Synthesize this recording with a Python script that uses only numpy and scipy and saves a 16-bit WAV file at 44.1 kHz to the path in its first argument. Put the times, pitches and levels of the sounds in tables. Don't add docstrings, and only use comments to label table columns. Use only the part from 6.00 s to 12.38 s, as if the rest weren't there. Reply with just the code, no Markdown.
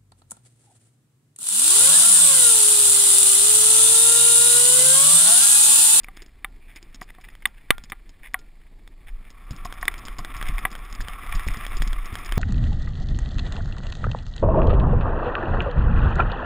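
import sys
import numpy as np
from scipy import signal
from scipy.fft import rfft, irfft
from scipy.io import wavfile
from scipy.ndimage import uniform_filter1d

SR = 44100
rng = np.random.default_rng(int(sys.argv[2]) if len(sys.argv) > 2 else 0)


def generate_wav(signal):
    frames = np.transpose(np.atleast_2d(signal))
    scaled = np.clip(frames, -1, 1) * 32767
    pcm = np.round(scaled).astype(np.int16)
    wavfile.write(sys.argv[1], SR, pcm)


N = 281358
TIME, FREQS = np.arange(N) / SR, np.fft.rfftfreq(N, 1 / SR)

# t/s, level/dB, pitch/ratio, tilt/(dB per octave), rebound/s, thud/dB, metal/dB
KNOCKS = [(0.0844, -29, 1.06, -6, .0014, -4, -1), (0.4455, -14.5, 1.07, 0.5, 0.0022, -15.5, -6),
          (1.016, -25, 1.015, -10, .0031, -6, -8), (1.184, -40.5, 1.02, -16.5, 0.00294, 5, -10),
          (1.4552, -5.5, 1.053, 8, 0.0011, -21, -11), (1.7055, 0.5, 1.07, 8.5, 0.00073, -0.5, -2.5),
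          (1.9202, -18, 1.07, -2, 0.0022, -10, 0), (1.9292, -31.5, 1.06, -3, 0.003, 1.5, -12),
          (2.343, -8.5, 1.01, -3.5, 0.00047, -26, -1.5), (3.6535, -23.5, 0.97, -16.5, 0.00085, -3, -7),
          (3.828, -16.5, .98, -9.5, 0.00059, -28, -7), (3.8804, -5, 1.05, 3.5, 0.00052, -16.5, -22),
          (4.1893, -26.5, 0.97, -13.5, 0.00083, -9, -10), (4.4128, -23, 1.05, 1.5, 0.00066, -4, -10),
          (4.6519, -7.5, 1.033, -4.5, .003005, -11.5, -12)]
KNOCK_MODES = [(738.4, -22, 0.049), (980, -31, 0.068), (1111, -8.5, 0.026), (1660, -7.5, 0.013),
               (1895, 6.5, 0.0089), (2137, -8, 0.014), (2837, -8, 0.0097), (3343, -11.5, 0.014),
               (3870, -25, 0.01), (5460, -35, 0.0063)]
METAL_MODES = [(1400, -37.5, 0.27), (1790, -55, .5), (2440, -65.5, .15)]
CLATTER_EQ = [(300, -22), (550, -24), (720, 9), (1200, -1.5), (2000, 4.5), (2600, -8), (3500, -7),
              (4200, -22.5), (6000, -23.5)]
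STONES = [(0.0447, -26, 2320, 40), (0.173, -28.5, 1950, -7), (0.766, -41, 2170, 17),
          (1.1044, -32, 2000, 17), (1.15, -38, 1810, 11), (1.3527, -32, 2040, -4), (1.423, -36, 2130, 15),
          (1.782, -23, 1550, -3), (1.9004, -29.5, 1980, -3), (2.8768, -32, 2000, -7),
          (3.7255, -19.5, 1566, 1), (3.8545, -20, 1960, -9), (3.9412, -21.5, 2250, 4),
          (4.0837, -19.5, 1550, -7), (4.2485, -17, 1620, -2), (4.4271, -15.5, 1670, -2),
          (4.753, -20.5, 1520, 0), (5.0059, -22, 1740, 19), (5.0844, -17, 1730, -14),
          (5.3956, -20.5, 1860, 13), (5.666, -16.5, 1730, -12), (5.8213, -12.5, 1880, -3),
          (5.9313, -17.5, 1600, -8), (6.1549, -15.5, 1740, -4), (6.323, -12.5, 1730, -8)]
STONE_MODES = [(720, -27.5, 0.0013), (1310, -15, 0.0032), (2050, 6.5, 0.00269), (3340, 0.5, 0.01),
               (4720, -16.5, 0.0096)]
SHAKES = [(0.0343, -30, 0.031), (0.1692, -28.5, 0.0062), (0.2211, -25, 0.0093), (0.2626, -34, 0.0078),
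          (0.7608, -25.5, 0.027), (0.828, -27.5, 0.0046), (0.9457, -25, .019), (1.0137, -24, 0.0059),
          (1.026, -28.5, 0.021), (1.2128, -37, 0.022), (1.472, -30, 0.00493), (1.8386, -24, .011),
          (1.8993, -28, 0.0093), (2.0935, -31, 0.0077), (2.337, -28, 0.0054), (2.3908, -32, 0.023),
          (3.3041, -29.5, 0.0091), (3.5083, -24.5, 0.043), (3.564, -27.5, .008), (3.65, -21.5, 0.038),
          (3.813, -26.5, 0.023), (3.881, -17, 0.0041), (3.9807, -26, 0.023), (4.053, -21, 0.02),
          (4.1853, -20, 0.018), (4.3674, -23.5, .012), (4.4873, -23, .003), (4.716, -25, 0.025),
          (4.9271, -20.5, .003), (4.951, -23, .005), (5.011, -21, 0.025), (5.3517, -19.5, 0.021),
          (5.4779, -18, .008), (5.5713, -23, .007), (5.7697, -18, 0.012), (5.825, -20, 0.01),
          (5.8761, -17, 0.0059), (6.0572, -24.5, 0.02), (6.2612, -22, .006)]
LINK_MODES = [(2400, -16.5, 0.0027), (3560, -2.5, 0.0019), (4600, -11, 0.00033), (5146, -3, 0.0085)]
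BUMPS = [(3.51, -24.5), (3.65, -34), (4.191, -29.5), (4.358, -31), (4.49, -22.5), (5, -28), (5.345, -27),
         (5.468, -16.5), (5.569, -25.5), (5.803, -23), (5.868, -28), (6.124, -22), (6.376, -9)]
ROLL_FADERS = [(0.0, -68.5, -62.5), (0.32, -77, -69.5), (1.26, -71.5, -63), (2.81, -79.5, -71),
               (3.3, -64.5, -66.5), (3.45, -57.5, -60), (3.8, -50, -53.5), (4.57, -45.5, -47.5),
               (4.78, -50.5, -53), (4.97, -49.5, -50), (5.26, -43, -46.5), (5.49, -44, -43.5),
               (5.9, -49.5, -50), (6.38, -45, -45.5)]
ROAR_MODES = [(724, 39, -16.5), (1140, 90, -6.5), (1340, 68, -11.5)]
GRIT_EQ = [(500, -18.5), (900, -11.5), (1400, -13.5), (1700, -3), (1950, -1.5), (2350, -1), (2650, -8.5),
           (3100, -12.5), (3550, -8.5), (3950, -23.5), (4500, -34), (5200, -15.5), (6000, -33.5),
           (9000, -45)]
HISS_EQ = [(300, -10.5), (1000, -2.5), (2500, 0.5), (4500, 7), (6000, -2)]
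CRUNCHES = [(0.198, 0.16, -54.5), (0.704, 0.11, -53.5), (0.771, 0.055, -47), (1.096, .028, -50),
            (1.247, 0.029, -43), (1.288, 0.0093, -46), (1.427, 0.012, -44.5), (1.581, 0.024, -52.5),
            (2.258, 0.087, -44), (3.085, 0.055, -47.5), (3.285, 0.088, -55.5), (4.48, 0.088, -36.5),
            (5.32, .036, -43)]
RUSH_FADER = [(0.0, -60.5), (2.81, -61.5), (3.45, -57.5), (3.62, -52.5), (4.62, -49.5), (4.74, -52),
              (6.38, -50.5)]
GUSTS = [(1.79, 0.16, -39.5), (3.13, 0.21, -31.5), (4.51, 0.27, -25), (5.01, 0.12, -20), (5.35, 0.18, -21),
         (5.51, .14, -25), (5.86, 0.51, -20.5), (6.36, 0.19, -20.5)]
BUFFET_EQ = [(8, -15.5), (18, -7), (27, -2.5), (36, -5.5), (48, -22), (65, -23.5), (110, -40.5), (300, -76)]
RUMBLE_EQ = [(30, -5.5), (70, 0), (110, -2), (170, -4.5), (300, -7), (550, -16.5), (900, -17), (1500, -41),
             (4000, -38)]


def knocks(attack_s=0.0012, rebound_db=-9, thud_hz=270, thud_t60=0.007, clatter_t60=0.098):
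    out, t = np.zeros(N), TIME[:SR // 2]
    brief, metal = t[:SR // 12], ring(METAL_MODES, t)
    shaking = colour(rng.standard_normal(N), CLATTER_EQ)
    clatter_fade = amp(-33 - 60 * t / clatter_t60)
    low_cut = signal.butter(2, 560, "high", fs=SR, output="sos")
    for s, db, pitch, tilt_db, rebound_s, thud_db, metal_db in KNOCKS:
        hit, rebound = (ring(KNOCK_MODES, age, tilt_db, pitch) * (1 - np.exp(-age / attack_s))
                        for age in (brief, np.maximum(brief - rebound_s, 0)))
        clack = unit_peak(signal.sosfilt(low_cut, hit + amp(rebound_db) * rebound))
        speedup = 1 + 0.7 * amp(db + thud_db)
        thud = ring([(thud_hz, thud_db, thud_t60)], brief * speedup)
        clatter = shaking[round(s * SR):][:len(t)] * clatter_fade
        add(out, s, amp(db) * (clack - thud))
        add(out, s, amp(db) * (clatter + amp(metal_db) * metal))
    return out


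def stones(note_t60=0.011, pebble_hz=1850, pebble_note_db=3):
    out, t = np.zeros(N), TIME[:SR // 20]
    pebbles = scatter(per_s=10, db=-30, rate_power=0.45, level_power=0.84, spread_db=5)
    snaps = list(STONES) + [(s, db, pebble_hz, pebble_note_db) for s, db in pebbles]
    for s, db, note_hz, note_db in snaps:
        crack = ring(STONE_MODES, t, pitch=rng.uniform(0.93, 1.07))
        note = ring([(note_hz, note_db, note_t60)], t)
        add(out, s, amp(db) * unit_peak(crack + note))
    return out


def chain(gap_s=0.0024, clicks=7, small_decay_s=0.0068, trim_db=-2, thump_db=-16, thump_t60=0.037):
    out, t = np.zeros(N), TIME[:SR // 20]
    ruts = scatter(per_s=7, db=-28, rate_power=0.7, level_power=0.42, spread_db=7)
    stone_kicks = [(s, db - 11, small_decay_s) for s, db, *_ in STONES]
    shakes = list(SHAKES) + stone_kicks + [(s, db, small_decay_s) for s, db in ruts]
    for s, db, decay_s in shakes:
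        waits, sizes, detunes = rng.random((3, clicks))
        delays = gap_s * np.cumsum(np.r_[0, 0.5 + waits[1:]])
        accents = np.r_[1, (1 + 2 * sizes[1:] ** 2) / 3]
        strengths = accents * np.exp(-delays / decay_s)
        for delay, strength, detune in zip(delays, strengths, detunes):
            click = unit_peak(ring(LINK_MODES, t[:SR // 100], pitch=0.95 + 0.1 * detune))
            add(out, s + delay, amp(db + trim_db) * strength * click)
        thump_hz = 260 * (0.65 + 0.97 * waits[0])
        add(out, s, ring([(thump_hz, db + thump_db, thump_t60)], t))
    return out


def link_chatter(per_s=45, trim_db=2, spread_db=3.5):
    _, grit_gain = faders(ROLL_FADERS)
    sizes = amp(spread_db * np.minimum(rng.exponential(1, N), 3))
    ticks = sizes * (rng.random(N) < per_s / SR)
    click = unit_peak(ring(LINK_MODES, TIME[:SR // 50]))
    return amp(trim_db) * grit_gain * signal.oaconvolve(ticks, click)[:N]


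def bumps(bounce_hz=46.4, bounce_t60=0.041, trim_db=2, shudder_db=-12, shudder_t60=0.19):
    out, t = np.zeros(N), TIME[:SR // 4]
    bounce = unit_peak(ring([(bounce_hz, 0, bounce_t60)], t))
    shudder = colour(rng.standard_normal(N), [(40, -7), (100, 15), (300, -1.5), (500, -43), (1200, -26)])
    envelope = amp(shudder_db - 60 * t / shudder_t60) * (1 - np.exp(-t / 0.00058))
    for k, (s, db) in enumerate(BUMPS):
        tail = np.roll(shudder, k * len(t))[:len(t)] * envelope
        add(out, s, amp(db + trim_db) * (tail - bounce))
    return out


def tyres(roar_db=1, roar_swing_db=2.04, grit_db=2, grit_swing_db=2.5, hiss_db=-71):
    roar_gain, grit_gain = faders(ROLL_FADERS)
    ground = wander(hz=45)
    body = sum(amp(db) * resonance(hz, half_width) for hz, half_width, db in ROAR_MODES)
    roar = roar_gain * shaped_noise(body)
    grit = grit_gain * gravel(grains_per_s=550, spread_db=5.5, dust_db=4.5)
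    hiss = amp(hiss_db) * colour(rng.standard_normal(N), HISS_EQ)
    roar *= amp(roar_db + roar_swing_db * ground)
    grit *= amp(grit_db + grit_swing_db * ground)
    return roar + grit + hiss


def crunches(small_length_s=0.0078):
    small = scatter(per_s=3.6, db=-31.5, rate_power=0.1, level_power=1, spread_db=2.5)
    pressure = swells(list(CRUNCHES) + [(s, small_length_s, db) for s, db in small])
    return pressure * gravel(grains_per_s=1500, spread_db=4, dust_db=-15)


def gravel(grains_per_s, spread_db, dust_db):
    sizes = amp(spread_db * np.minimum(rng.exponential(1, N), 4))
    grains = sizes * rng.choice([-1, 1], N) * (rng.random(N) < grains_per_s / SR)
    dust = amp(dust_db) * rng.standard_normal(N)
    return colour(unit_rms(grains) + dust, GRIT_EQ)


def brake_rub(start_s=0.596, length_s=0.11, hz=2380, half_width_hz=170, db=-62):
    envelope = np.zeros(N)
    add(envelope, start_s, amp(db) * signal.windows.tukey(round(length_s * SR), 0.5))
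    return envelope * shaped_noise(resonance(hz, half_width_hz))


def wind(buffet_db=18, rumble_db=1, flutter_db=2):
    rush, = faders(RUSH_FADER)
    eddies = colour(rng.standard_normal(N), BUFFET_EQ)
    eddies /= np.sqrt(uniform_filter1d(eddies ** 2, size=SR // 8) + 0.38)
    rumble = colour(rng.standard_normal(N), RUMBLE_EQ) * amp(flutter_db * wander(hz=25))
    return (amp(buffet_db) * rush + swells(GUSTS)) * eddies + amp(rumble_db) * rush * rumble


def overload(x, knee=0.38, offset_db=15, drain_hz=9, buzz_db=-19):
    highs = signal.sosfilt(signal.butter(2, 500, "high", fs=SR, output="sos"), x[0])
    excess = np.maximum(abs(highs) - knee, 0)
    offset = signal.sosfilt(signal.butter(1, drain_hz, fs=SR, output="sos"), excess)
    polarity = np.array([[1], [-1]])
    return x + polarity * (amp(offset_db) * offset + amp(buzz_db) * excess)


def scatter(per_s, db, rate_power, level_power, spread_db, full_speed_grit_db=-46.5):
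    _, grit_gain = faders(ROLL_FADERS)
    pace = grit_gain / amp(full_speed_grit_db)
    at = np.flatnonzero(rng.random(N) < per_s * pace ** rate_power / SR)
    sizes = rng.uniform(-1.5, 1, N)[at]
    return np.c_[TIME[at], db + level_power * 20 * np.log10(pace[at]) + spread_db * sizes]


def swells(rows):
    gain = np.zeros(N)
    for s, length, db in rows:
        add(gain, s - length / 2, amp(db) * np.hanning(round(length * SR)))
    return gain


def faders(table):
    s, *columns = np.transpose(table)
    return [amp(np.interp(TIME, s, db)) for db in columns]


def ring(modes, t, tilt_db=0, pitch=1):
    return sum(amp(db + tilt_db * np.log2(hz / 1000) - 60 * t / t60) * np.sin(2 * np.pi * hz * pitch * t)
               for hz, db, t60 in modes)


def resonance(hz, half_width_hz):
    return 1 / (1 + ((FREQS - hz) / half_width_hz) ** 2)


def colour(x, eq):
    hz, db = np.transpose(eq)
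    gain = amp(np.interp(np.log(FREQS + 1), np.log(hz), db))
    return unit_rms(irfft(rfft(x) * gain, N))


def shaped_noise(spectrum):
    return unit_rms(irfft(rfft(rng.standard_normal(N)) * spectrum, N))


def wander(hz):
    return shaped_noise(np.exp(-(FREQS / hz) ** 2))


def add(mix, s, sound):
    part = mix[max(round(s * SR), 0):][:len(sound)]
    part += sound[:len(part)]


def amp(db):
    return 10 ** (np.asarray(db) / 20)


def unit_rms(x):
    return x / np.sqrt(np.mean(x ** 2) + 1e-20)


def unit_peak(x):
    return x / (abs(x).max() + 1e-20)


def scene():
    hits = knocks() + stones() + chain() + link_chatter() + bumps()
    mix = hits + tyres() + crunches() + brake_rub() + wind()
    return np.array([mix, mix])


def record(dry, clock_hz=12000, ceiling=0.8, top_hz=15500):
    anti_alias = signal.firwin(2001, 5700, fs=SR * 40)
    slow = signal.resample_poly(overload(dry), clock_hz, SR, axis=1, window=anti_alias)
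    steps = np.repeat(np.clip(slow, -ceiling, ceiling), 4, axis=1)
    held = signal.resample_poly(steps, SR, 4 * clock_hz, axis=1)[:, :N]
    high_cut = signal.firwin(101, top_hz, window=("kaiser", 9), fs=SR)
    return signal.oaconvolve(held, high_cut[None], "same")


dry = scene()
out = record(dry)
generate_wav(out)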